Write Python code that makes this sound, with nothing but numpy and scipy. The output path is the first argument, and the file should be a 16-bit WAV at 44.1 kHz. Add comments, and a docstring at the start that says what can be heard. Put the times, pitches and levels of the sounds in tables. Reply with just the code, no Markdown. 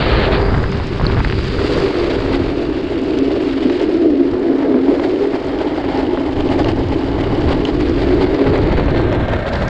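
"""Drift trike on wet asphalt

Heard close up, from a camera on the rider, through one bend. Hollow plastic rear wheels drum, groan and
scrub on the road, throw spray at every bump and whine on the way out. Wind buffets the microphone on
the straights and dies down in the slow bend. Grit knocks on the trike, and drops tick on the camera,
whose wet port dulls the treble of splash and air hiss."""
import sys
import numpy as np
from scipy import signal
from scipy.fft import rfft, irfft, next_fast_len
from scipy.io import wavfile
from scipy.ndimage import uniform_filter1d, minimum_filter1d

SR = 44100
rng = np.random.default_rng(int(sys.argv[2]) if len(sys.argv) > 2 else 0)


def put_to_file(sound):
    """Save the sound as 16-bit audio at rate SR, in the file named by the first command-line argument."""
    columns = np.atleast_2d(sound).T  # one column per channel
    safe = np.clip(columns, -1, 1)
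    whole_steps = np.round(safe * 32767)
    wavfile.write(sys.argv[1], SR, whole_steps.astype(np.int16))


N = 427329
T = np.arange(N) / SR
FREQS = np.fft.rfftfreq(N, 1 / SR)


def amp(db):
    """Decibels to gain."""
    return 10 ** (np.asarray(db) / 20)


def unit(x):
    """Scales x to rms 1."""
    return x / np.sqrt(np.mean(x ** 2) + 1e-20)


def unit_in(x, band):
    """Scales x to rms 1 within a named band."""
    lo_hz, hi_hz = {"bass": (20, 190), "drum": (240, 450), "mid": (700, 2000),
                    "high": (2500, 5000), "top": (5800, 9000)}[band]
    return x / np.std(irfft(rfft(x) * (FREQS > lo_hz) * (FREQS < hi_hz), N))


def curve(rows, t=T):
    """Every column of a table, joined by straight lines in time."""
    times, *columns = np.transpose(rows)
    return [np.interp(t, times, column) for column in columns]


def swell(s, length_s):
    """A smooth hump of height 1 around time s, length_s wide at half height."""
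    return np.exp2(-np.minimum((2 * (T - s) / length_s) ** 2, 60))


def swells(rows, length_s):
    """One hump for each row of time and height."""
    return sum(height * swell(s, length_s) for s, height in rows)


def wander(lo_hz, hi_hz):
    """Random motion of rms 1 between two rates."""
    spectrum = rfft(rng.standard_normal(N))
    return unit(irfft(spectrum * FREQS / (FREQS + lo_hz) / (1 + (FREQS / hi_hz) ** 2), N))


def colour(x, spectrum):
    """Filters x by rows of frequency and level."""
    hz, db = np.transpose(spectrum)
    return irfft(rfft(x) * amp(np.interp(np.log(FREQS + 1), np.log(hz), db)), N)


def grit(per_s, spread_db, share):
    """Smooth hiss with tiny impacts of unequal size, which carry the given share of the power."""
    size = amp(spread_db * np.minimum(rng.exponential(1, N), 4))
    impacts = size * rng.choice([-1, 1], N) * (rng.random(N) < per_s / SR)
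    return np.sqrt(share) * unit(impacts) + np.sqrt(1 - share) * rng.standard_normal(N)


def resonance(hz, width_hz, drive=None):
    """A narrow band set ringing by noise or by a given drive, at rms 1."""
    drive = rng.standard_normal(N) if drive is None else drive
    return unit(irfft(rfft(drive) / (1 + (2 * (FREQS - hz) / width_hz) ** 2) ** 0.93, N))


def gliding(pitch_hz, width_hz, drive=None):
    """A narrow band whose centre follows a pitch curve."""
    drift = np.exp(2j * np.pi * np.cumsum(pitch_hz - pitch_hz.mean()) / SR)
    band = signal.hilbert(resonance(pitch_hz.mean(), width_hz, drive), next_fast_len(N))[:N]
    return (band * drift).real


def burst(s, db, centre_hz, octaves, decay_s):
    """A snap and a quickly dying puff in their own band, at time s."""
    size, lead = 2048, 128  # samples
    t, hz = T[:size], np.fft.rfftfreq(size, 1 / SR) + 1
    band = np.exp(-.5 * (np.log2(hz / centre_hz) / octaves) ** 2) / (1 + (hz / 6000) ** 6)
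    snap = 5.4 * (t == 0)
    puff = rng.standard_normal(size) * np.exp(-t / decay_s)
    tick = irfft(rfft(np.roll(snap + puff, lead)) * band)
    out, at = np.zeros(N + size), min(round(s * SR) - lead, N)
    out[at:at + size] = amp(db) * tick / np.abs(tick).max()
    return out[:N]


def struck(s, db, modes, contact_s=.0003):
    """A blow at time s sets a table of modes ringing."""
    out, at = np.zeros(N), round(s * SR)
    t = T[:min(4096, N - at)]
    contact = 1 - np.exp(-(t / contact_s) ** 2)
    ring = sum(amp(db + mode_db - 60 * t / t60) * np.sin(2 * np.pi * (hz * t + rng.random()))
               for hz, mode_db, t60 in modes)
    out[at:at + len(t)] = contact * ring
    return out


# Spectrum of wind right on the microphone: f/Hz, level/dB
EDDY_SPECTRUM = [(8, -5.5), (22, -7.5), (50, 1), (85, -1), (125, -3), (170, -7.5), (240, -12.5),
                 (400, -33.5), (700, -45.5), (2000, -86.5)]
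def wind_eddies():
    """Eddies at the microphone make a lumpy pressure wave."""
    rumble = colour(rng.standard_normal(N), EDDY_SPECTRUM)
    return unit_in(rumble * amp(0.58 * wander(2, 8.3)), "bass")


# Wind on the microphone, strong on the straights and weak in the bend: t/s, level/dB
WIND_LEVEL = [(0.0, -16), (0.6, -15), (0.95, -22.5), (1.05, -13.5), (1.5, -20.5), (1.9, -23.5),
              (2.4, -23.5), (2.8, -29), (4.8, -37.5), (6.3, -29.5), (6.42, -21.5), (7.4, -20.5), (8.4, -20),
              (8.55, -15), (9.69, -19.5)]
# Short gusts: t/s, lift/dB
WIND_GUSTS = [(2.27, 4), (2.92, 1.5), (4.33, 9), (5.47, 9), (7.46, 10)]
# The wind lets go for a moment: t/s, depth/dB
WIND_LULLS = [(1.93, 11), (7.00, 9), (7.68, 6), (8.40, 16), (9.47, 6)]
def buffeting(eddies):
    """The eddies rumble with the airspeed, rise in each gust and drop out in each lull."""
    gusts_db = swells(WIND_GUSTS, length_s=0.045)
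    lulls_db = swells(WIND_LULLS, length_s=0.071)
    return eddies * amp(curve(WIND_LEVEL)[0] + gusts_db - lulls_db)


# A film of water shifts and damps the microphone port's resonance: t/s, f/Hz, boost/dB
PORT_RESONANCE = [(0, 4630, 6.5), (.33, 4720, 0), (.43, 4830, 18), (.6, 4990, 8), (.9, 5130, 3),
                  (1.4, 4800, 11.5), (2.2, 4810, 5), (4, 5080, 1.5), (8.5, 4850, 5), (8.9, 4380, 7),
                  (9.3, 4070, 3), (9.55, 4890, 0)]
def wet_port(x, width_hz=280, order=14):
    """The port rings near its resonance and shuts off steeply above it."""
    hz, t, frames = signal.stft(x, SR, nperseg=512)
    port_hz, boost_db = curve(PORT_RESONANCE, t)
    hz = hz[:, None]
    peak = amp(boost_db / (1 + ((hz - port_hz) / width_hz) ** 2))
    lowpass = 1 / np.sqrt(1 + (hz / port_hz / 0.97) ** (2 * order))
    return signal.istft(frames * peak * lowpass, SR, nperseg=512)[1][:N]


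# Hard blasts of air across the port: start/s, end/s, level/dB
AIR_BLASTS = [(-0.02, 0.322, -26.5), (.305, 0.41, -25.5)]
def blasts(attack_s=0.021, release_s=0.07):
    """Each blast hisses through the wet port, coloured like the splash, and breaks off."""
    hiss = colour(grit(per_s=1000, spread_db=2.2, share=0.45), SPLASH_SPECTRUM)
    envelope = sum(amp(db) * np.clip(np.minimum((T - start) / attack_s, (end - T) / release_s), 0, 1)
                   for start, end, db in AIR_BLASTS)
    return unit_in(wet_port(hiss), "high") * envelope


# Whistle at the port: t/s, f/Hz, level/dB
PORT_WHISTLE = [(.33, 4510, -76), (.41, 4660, -44), (.55, 4740, -53), (.72, 5000, -48), (.85, 5030, -85)]
def whistle():
    """Air whistles thinly at the wet port, rising in pitch as the blasts die away."""
    pitch_hz, db = curve(PORT_WHISTLE)
    return gliding(pitch_hz, width_hz=130) * amp(db)


# Pops right at the port: t/s, peak level/dB, centre f/Hz
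PORT_POPS = [(0.543, -10, 950), (0.547, -12, 900), (.580, -14, 950), (.640, -12, 1100), (0.723, -15, 900),
             (0.8, -12, 1000), (.9985, -7, 700), (1.0132, -5.5, 650), (1.052, -7.5, 950), (1.1, -9, 750),
             (1.169, -8.5, 750), (1.1745, -14, 850), (1.204, -9, 800), (1.2483, -6.5, 850),
             (1.2995, -10, 1600), (1.3246, -10, 1250)]
def air_pops():
    """Gusting air pops dryly at the port."""
    return sum(burst(*row, octaves=.8, decay_s=.0017) for row in PORT_POPS)


# Drops landing beside the microphone: t/s, peak level/dB, centre f/Hz, width/octaves
CAMERA_DROPS = [(.583, -35, 7000, .5), (.718, -27, 7000, 0.5), (.871, -27, 6800, 0.5),
                (1.803, -32, 6000, 0.55), (3.018, -32, 7000, .6), (1.067, -9, 4240, .1),
                (1.2465, -21, 4320, .14), (3.188, -15, 3300, 1.15), (3.446, -32, 5000, .5),
                (3.70, -34, 5500, .5), (5.469, -37, 8500, 0.41), (5.755, -33, 5500, .5),
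                (6.887, -26, 4960, 0.61), (7.351, -32, 5500, 0.66), (7.767, -44, 6000, .5),
                (8.578, -28, 5500, .6), (8.859, -32, 5500, 0.53), (9.128, -30, 5500, .5),
                (9.491, -26, 6000, 0.6), (9.536, -23, 4380, 0.3), (9.682, -22, 5600, .3)]
def drops():
    """Each drop hits the camera with a bright tick."""
    return sum(burst(*row, decay_s=0.0015) for row in CAMERA_DROPS)


# Gravel on the frame, late in the bend: t/s, level/dB
GRAVEL_LEVEL = [(5.0, -56), (5.5, -46), (6.3, -45.5), (6.9, -52), (7.5, -49), (7.9, -70)]
def gravel_rattle():
    """Fine gravel taps the frame and rings it in one band."""
    taps = grit(per_s=45, spread_db=2, share=1)
    return resonance(hz=2950, width_hz=600, drive=taps) * amp(curve(GRAVEL_LEVEL)[0])


# Small stones hitting the frame below the rider: t/s, level/dB, f/Hz
STONE_HITS = [(6.407, -18.5, 3130), (6.4894, -22, 2870), (6.645, -15.5, 2860), (6.688, -20, 2860),
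              (6.836, -26, 2970), (7.434, -27, 3000), (7.514, -30, 3500), (7.5295, -27, 2650),
              (7.652, -12, 3030)]
# Modes of the frame: multiple of the pitch, level/dB, t60/s
FRAME_RING = [(.42, -8, .006), (.92, -6, 0.01), (1, -1, 0.016), (1.12, -7, .009), (1.45, -12, .005),
              (2.15, -9, 0.0036)]
def stone_clacks():
    """Each stone scrapes the frame and rings it briefly, at a pitch set by where it lands."""
    out = np.zeros(N)
    for s, db, pitch_hz in STONE_HITS:
        modes = [(ratio * pitch_hz, mode_db, t60) for ratio, mode_db, t60 in FRAME_RING]
        out += struck(s, db, modes) + burst(s, db - 4, pitch_hz, octaves=.5, decay_s=.0025)
    return out


# Grit knocking on the trike: t/s, level/dB, centre f/Hz
GRIT_KNOCKS = [(2.103, -25, 1700), (3.308, -20, 1300), (3.363, -21, 2200), (3.699, -17, 1510),
               (3.805, -18, 1200), (4.743, -15.5, 805), (4.997, -14, 1100), (5.160, -21, 900),
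               (5.841, -18, 900), (6.174, -15, 900), (6.252, -22, 900), (6.583, -20, 800),
               (6.592, -19, 3200), (6.645, -18, 1000), (6.657, -18, 1200), (7.572, -26, 900),
               (8.345, -16, 1889), (8.441, -20, 1302), (8.882, -15, 1030), (8.961, -14, 1010),
               (9.117, -16, 900), (9.127, -11.5, 1200), (9.283, -18, 1680), (9.336, -16, 1400),
               (9.456, -15, 900), (9.536, -15.5, 1320), (9.622, -14, 1400)]
# Modes of the hollow body: f/Hz, level/dB, t60/s
BODY_RING = [(560, -0.5, 0.073), (694, -0.5, 0.025), (930, -13.5, 0.027)]
def knocks():
    """Grit lands with a dull knock, and the hollow body rings under it."""
    return sum(burst(s, db, hz, octaves=0.96, decay_s=0.0043) + struck(s, db, BODY_RING)
               for s, db, hz in GRIT_KNOCKS)


def droplets(per_s=80, spread_db=5, decay_cycles=1.4, pitches=24):
    """Fine droplets patter on the camera, each with its own size and pitch; rms 1."""
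    size = amp(spread_db * np.minimum(rng.exponential(1, N), 3)) * (rng.random(N) < per_s / SR)
    pitch_hz = np.geomspace(4500, 11500, pitches)[rng.integers(0, pitches, N)]
    out = np.zeros(N)
    for at in np.flatnonzero(size):
        cycles = pitch_hz[at] * T[:min(256, N - at)]
        tick = np.sin(2 * np.pi * cycles) * np.exp(-cycles / decay_cycles)
        out[at:at + len(tick)] += size[at] * tick
    return unit(out)


# How far sideways the wheels slide, for sizzle and rasp: t/s, level/dB
SIDE_SLIP = [(0, -14.5), (1.3, -6), (1.7, -11), (2.3, -6), (2.9, 1), (3.5, -4), (4.1, -6), (5.0, -7.5),
             (5.6, -5), (6.6, -2), (7.6, -1), (8.3, -16.5), (9.69, -30.5)]
# Thin sizzle down at the road: t/s, f/Hz
SIZZLE_PITCH = [(2.5, 2708), (3.2, 2795), (3.9, 2881), (5.5, 3194), (7.6, 2944)]
def sizzle():
    """Wet grit pings under a sideways wheel in one band, whose pitch wavers and drifts."""
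    pitch_hz = curve(SIZZLE_PITCH)[0] * (1 + .016 * wander(2, 8))
    pings = grit(per_s=270, spread_db=3, share=0.3)
    return gliding(pitch_hz, width_hz=330, drive=pings) * amp(curve(SIDE_SLIP)[0] - 3.5)


# Water off the wheels, most on the way into the bend: t/s, splash level/dB, spray level/dB
WATER_LEVELS = [(0.0, -41.5, -55.5), (0.85, -36.5, -57.5), (1.3, -35, -55.5), (1.7, -30.5, -49.5),
                (2.3, -34.5, -56), (2.7, -39, -59), (3.75, -35, -56.5), (4.1, -42.5, -63),
                (4.75, -42.5, -62), (5.0, -39.5, -58), (5.75, -39.5, -60.0), (6.9, -39.5, -58.5),
                (8.1, -36, -57.5), (9.2, -36.5, -61.5), (9.69, -36.5, -55.5)]
# Spectrum of the coarse splash: f/Hz, level/dB
SPLASH_SPECTRUM = [(500, -15), (1300, -2), (2200, 0), (2900, -2), (3600, -3.5), (4400, -6), (6000, -10),
                   (9000, -20)]
# Spectrum of the fine spray: f/Hz, level/dB
SPRAY_SPECTRUM = [(2500, -13), (4500, 11), (5300, 7.5), (6000, 0.5), (7300, 0), (7900, -4.5), (8600, -6.5),
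                  (9150, -14.5), (10200, -14.5), (11500, -26), (13000, -44.5), (14500, -62)]
def water(load_db, droplet_share=.13):
    """The wheels fling splash and fine spray in spurts that grow with their load."""
    splash_db, spray_db = curve(WATER_LEVELS)
    spurts = amp(0.69 * load_db + 1.2 * wander(3.4, 55))
    coarse = colour(grit(per_s=900, spread_db=4.6, share=0.26), SPLASH_SPECTRUM)
    splash = wet_port(unit_in(coarse, "high") + sizzle()) * spurts
    mist = np.sqrt(1 - droplet_share) * unit_in(grit(per_s=1300, spread_db=3, share=0.37), "top")
    patter = np.sqrt(droplet_share) * unit_in(droplets(), "top")
    spray = colour(mist + patter, SPRAY_SPECTRUM) * spurts
    return unit_in(splash, "high") * amp(splash_db - 1) + unit_in(spray, "top") * amp(spray_db)


# Higher modes of a sideways wheel: f/Hz, width/Hz, level/dB
RASP_BANDS = [(636, 130, 2.5), (832, 130, 1.5), (1060, 230, -5.5)]
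# The rasp climbs as the slide quickens and sinks as it ends: t/s, centre f/Hz
RASP_PITCH = [(4.0, 590), (5.6, 766), (7.5, 987), (8.6, 700)]
def rasp(reach_octaves=0.7):
    """A sideways wheel rasps in whichever higher modes lie near its rate of slipping."""
    centre_hz, = curve(RASP_PITCH)
    ring = np.zeros(N)
    for hz, width, db in RASP_BANDS:
        nearness = np.exp(-(np.log2(hz / centre_hz) / reach_octaves) ** 2)
        ring += amp(db) * resonance(hz, width) * nearness
    return ring * amp(curve(SIDE_SLIP)[0])


# Roar of wheels and air, from the rider's seat: t/s, level/dB
ROAR_LEVEL = [(0.0, -22), (0.35, -21), (0.9, -33.5), (1.14, -27), (1.24, -31.5), (1.45, -35), (1.65, -28),
              (2.35, -29), (2.7, -34), (3.8, -33), (4.12, -36.5), (4.6, -29.5), (5.18, -31.5),
              (5.55, -29.0), (6.9, -31), (7.3, -28.5), (7.85, -31.5), (8.5, -24), (9.69, -28)]
# Spectrum of plastic scrubbing on the road: f/Hz, level/dB
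SCRUB_SPECTRUM = [(150, -2), (300, -2), (500, 7.5), (660, 5), (740, 2), (900, 1), (1100, -6), (1500, -9),
                  (2100, -9), (3000, -26.5), (6000, -64)]
# Spectrum of wind tearing at the port: f/Hz, level/dB
TEARING_SPECTRUM = [(120, -18), (230, 10.5), (400, 10), (560, 2.5), (730, -2), (1150, 1), (1800, -5),
                    (2500, -16), (4000, -24), (6000, -63)]
# The wind's part in the mid-range roar: t/s, power share/0-1
TEARING_SHARE = [(0, 0.4), (.4, 0.48), (1.3, 1), (1.55, 0.93), (2.4, 0.3), (2.8, 0.46), (6.2, 0),
                 (8.0, 0.25), (8.7, 0.04), (9.69, 0.42)]
def roar(load_db, eddies):
    """Plastic scrubs over grit, and air crackles as it tears at the crest of each eddy."""
    road = colour(grit(per_s=1800, spread_db=4.6, share=0.43), SCRUB_SPECTRUM)
    scrub = unit_in(road, "mid") + rasp()
    scrub = unit_in(scrub * amp(0.86 * load_db), "mid")
    crests = 0.28 + np.abs(eddies) ** 0.8
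    tearing = unit_in(colour(rng.standard_normal(N) * crests, TEARING_SPECTRUM), "mid")
    share, = curve(TEARING_SHARE)
    return (np.sqrt(1 - share) * scrub + np.sqrt(share) * tearing) * amp(curve(ROAR_LEVEL)[0] - 0.85)


# Wheel whine on the straight out of the bend: t/s, level/dB
WHINE_LEVEL = [(0, -81), (8.5, -64), (8.9, -30), (9.2, -31), (9.35, -26.5), (9.69, -25.5)]
# Resonances of the whine: f/Hz, width/Hz, level/dB
WHINE_BANDS = [(240, 98, -5), (610, 130, -0.5), (1340, 150, -12.5), (1580, 62, -9), (1800, 130, -10.5),
               (2160, 70, -16.5)]
def whine(pitch_waver=.008):
    """Running straight and fast, the wheels sing in a few narrow resonances that waver together."""
    song = sum(amp(db) * resonance(hz, width) for hz, width, db in WHINE_BANDS)
    wavering_s = T + np.cumsum(pitch_waver * wander(1.8, 5)) / SR
    return np.interp(wavering_s % T[-1], T, song) * amp(curve(WHINE_LEVEL)[0])


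# Groans of the sliding wheels: start/s, length/s, first f/Hz, last f/Hz, share of the drumming/0-1
STICK_SLIP = [(-0.2, 1.97, 398.8, 389, 0.55), (1.771, 0.37, 398, 334.7, 0.44),
              (2.209, 0.19, 272.7, 277, 0.33), (2.34, .11, 349, 341, 0.4), (3.878, 0.41, 348, 274.2, 0.57),
              (4.177, 0.071, 352, 343, 0.53), (4.43, 0.079, 327.5, 343, 0.65),
              (4.519, 0.24, 295.2, 280.4, 0.3), (4.69, 0.25, 258.3, 273, 0.52),
              (4.981, 0.36, 365, 401, 0.41), (7.852, 0.89, 348.6, 426, 0.32), (8.378, 0.084, 280, 280, 0.4)]
def groans(glide=0.2004, fade=0.26, octave_db=-21, shimmer_db=1.5):
    """Rough stick-slip tones swell, slip in pitch and fade; returns them and their power share."""
    jitter = 1 + .04 * wander(10, 60)
    sound, share = np.zeros(N), np.zeros(N)
    for start, length, first_hz, last_hz, top_share in STICK_SLIP:
        on = (T > start) & (T < start + length)
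        progress = (T[on] - start) / length  # 0 to 1, the scale of glide and fade
        pitch_hz = first_hz + (last_hz - first_hz) * (1 + np.tanh((progress - .5) / glide)) / 2
        phase = 2 * np.pi * np.cumsum(pitch_hz * jitter[on]) / SR
        ramp = np.minimum(np.minimum(progress, 1 - progress) / fade, 1)
        power = top_share * np.sin(np.pi / 2 * ramp) ** 2
        sound[on] += np.sqrt(2 * power) * (np.sin(phase) + amp(octave_db) * np.sin(2 * phase))
        share[on] += power
    return sound * unit(amp(shimmer_db * wander(5.2, 47))), np.clip(share, 0, 1)


# Bumps and puddles press the wheels into the road: t/s, lift/dB, length/s
ROAD_BUMPS = [(1.819, 3, 0.065), (2.132, 3.5, 0.065), (2.343, 8.5, 0.045), (3.812, 6, 0.055),
              (4.616, 5.5, 0.029), (4.934, 4, 0.059), (5.041, 8, 0.027), (5.351, 9.5, 0.02),
              (5.629, 5, 0.033), (5.807, 2, 0.018), (5.974, 6.5, 0.11), (6.513, 5, .05), (6.588, 11, 0.069),
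              (6.693, 12.5, 0.05), (7.518, 9.5, 0.059), (7.691, 8, 0.029), (8.004, 7.5, 0.054),
              (8.116, 3.5, 0.032), (8.215, 7.5, 0.039), (8.346, 0, 0.02), (8.724, 5, 0.036),
              (8.795, 5.5, .025), (8.987, 3.5, 0.05), (9.55, 5.5, 0.03)]
# The wheels skip and their drumming sags: t/s, depth/dB
WHEEL_SKIPS = [(1.925, 13.5), (2.205, 7), (2.885, 7), (4.415, 3), (4.97, 2.5), (5.385, 3), (5.45, 6),
               (5.93, 9.5), (6.30, 3), (6.87, 8), (8.29, 4.5), (8.38, 3), (8.76, 6.5), (9.45, 11.5)]
SKIP_S = 0.027
def wheel_load(hop_db=3, hop_lead_s=.012):
    """Load on the wheels in dB: road chatter, a press at each bump, a drop in each skip and hop."""
    deepening = 1 + .45 * np.linspace(-1, 1, N)
    chatter_db = 2 * deepening * wander(3.7, 27)
    load_db = chatter_db - 0.33 * swells(WHEEL_SKIPS, SKIP_S)
    for s, lift_db, length_s in ROAD_BUMPS:
        rebound = 0.26 * swell(s + 0.95 * length_s, length_s)  # the wheels run light after a bump
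        load_db += lift_db * (swell(s, length_s) - rebound)
    hops = sum(swell(s - hop_lead_s, length_s=.02) for s, _, _ in GRIT_KNOCKS)  # just before each knock
    return load_db - hop_db * hops


# The rear wheels, close behind the rider: t/s, level/dB
DRUM_LEVEL = [(0.0, -21), (0.42, -22.5), (0.56, -28), (1.4, -25), (1.6, -19), (1.75, -18.5), (1.86, -12.5),
              (2.02, -15.5), (2.1, -18), (2.35, -16.5), (2.9, -19), (3.25, -14), (3.55, -16.5),
              (3.85, -14.5), (4.1, -11.3), (4.37, -16), (4.5, -12), (4.62, -14.5), (4.76, -10.5),
              (4.88, -13), (5.0, -14.5), (5.15, -15.5), (5.42, -19), (6.6, -16.5), (7.3, -18.5),
              (8.48, -12.5), (8.72, -18.5), (9.1, -17.5), (9.69, -43)]
# Modes of a hollow plastic wheel: f/Hz, width/Hz, level/dB
DRUM_BANDS = [(271.1, 22, 1), (308, 54, 0), (358.2, 31.6, 0), (403.4, 49.5, -2.5), (479, 48, -10.5),
              (577, 85, -17.5), (666, 52, -18.5)]
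# How far the road's bite favours the upper modes: t/s, tilt/(dB per octave)
ROAD_BITE = [(0, 3.5), (1.6, 10.5), (1.88, 16.5), (2.15, 15.5), (2.45, 3.5), (3.0, -4.5), (3.3, 0.5),
             (3.62, -7), (3.82, 6), (3.98, -1), (4.4, -1), (4.74, 4), (4.97, 4), (6.0, -6), (7.5, -3.5),
             (8.25, -0.5), (8.9, -0.5), (9.69, 2)]
# The wheels grab the road and boom: t/s, lift/dB
WHEEL_GRABS = [(.385, 4), (1.075, 10.5), (3.66, 10.5), (4.06, 8), (4.21, 8), (4.49, 2), (5.075, 6),
               (5.14, 6), (5.99, 4), (8.42, 6)]
def wheel_drumming(load_db, bite_hz=510):
    """Road texture keeps the hollow wheels ringing; a harder bite favours the modes near bite_hz."""
    tilt_db, = curve(ROAD_BITE)
    ring = np.zeros(N)
    for hz, width, db in DRUM_BANDS:
        octaves_off = abs(np.log2(hz / bite_hz))
        ring += amp(db - tilt_db * octaves_off) * np.sqrt(width) * resonance(hz, width)
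    ring /= np.sqrt(uniform_filter1d(ring ** 2, size=3400))  # the modes share a steady supply of energy
    groaning, share = groans()
    drumming = np.sqrt(1 - share) * unit_in(ring, "drum") + groaning
    throb_db = 1.1 * wander(3.7, 6.5) + swells(WHEEL_GRABS, length_s=0.018) - swells(WHEEL_SKIPS, SKIP_S)
    return drumming * amp(curve(DRUM_LEVEL)[0] + 0.13 * load_db + throb_db - 0.68)


def scene():
    """At the rider's one microphone, the same bumps shake drumming, scrub and spray together."""
    load_db, eddies = wheel_load(), wind_eddies()
    air = buffeting(eddies) + blasts() + whistle()
    ride = wheel_drumming(load_db) + whine() + roar(load_db, eddies) + water(load_db)
    impacts = gravel_rattle() + air_pops() + knocks() + stone_clacks() + drops()
    return (air + ride + impacts)[None]


def record(dry, ceiling=.78, fade_s=.002, edge_hz=14900):
    """The camera's limiter holds down the highest peaks; the ends fade and the top treble is cut."""
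    gain = minimum_filter1d(np.minimum(1, ceiling / (np.abs(dry) + 1e-9)), size=300)
    ends = np.minimum(np.minimum(T, T[-1] - T) / fade_s, 1)
    limited = dry * uniform_filter1d(gain, size=300) * ends
    lowpass = signal.firwin(511, edge_hz, window=("kaiser", 9), fs=SR)
    return signal.oaconvolve(limited, lowpass[None], "same")


dry = scene()
out = record(dry)
put_to_file(out)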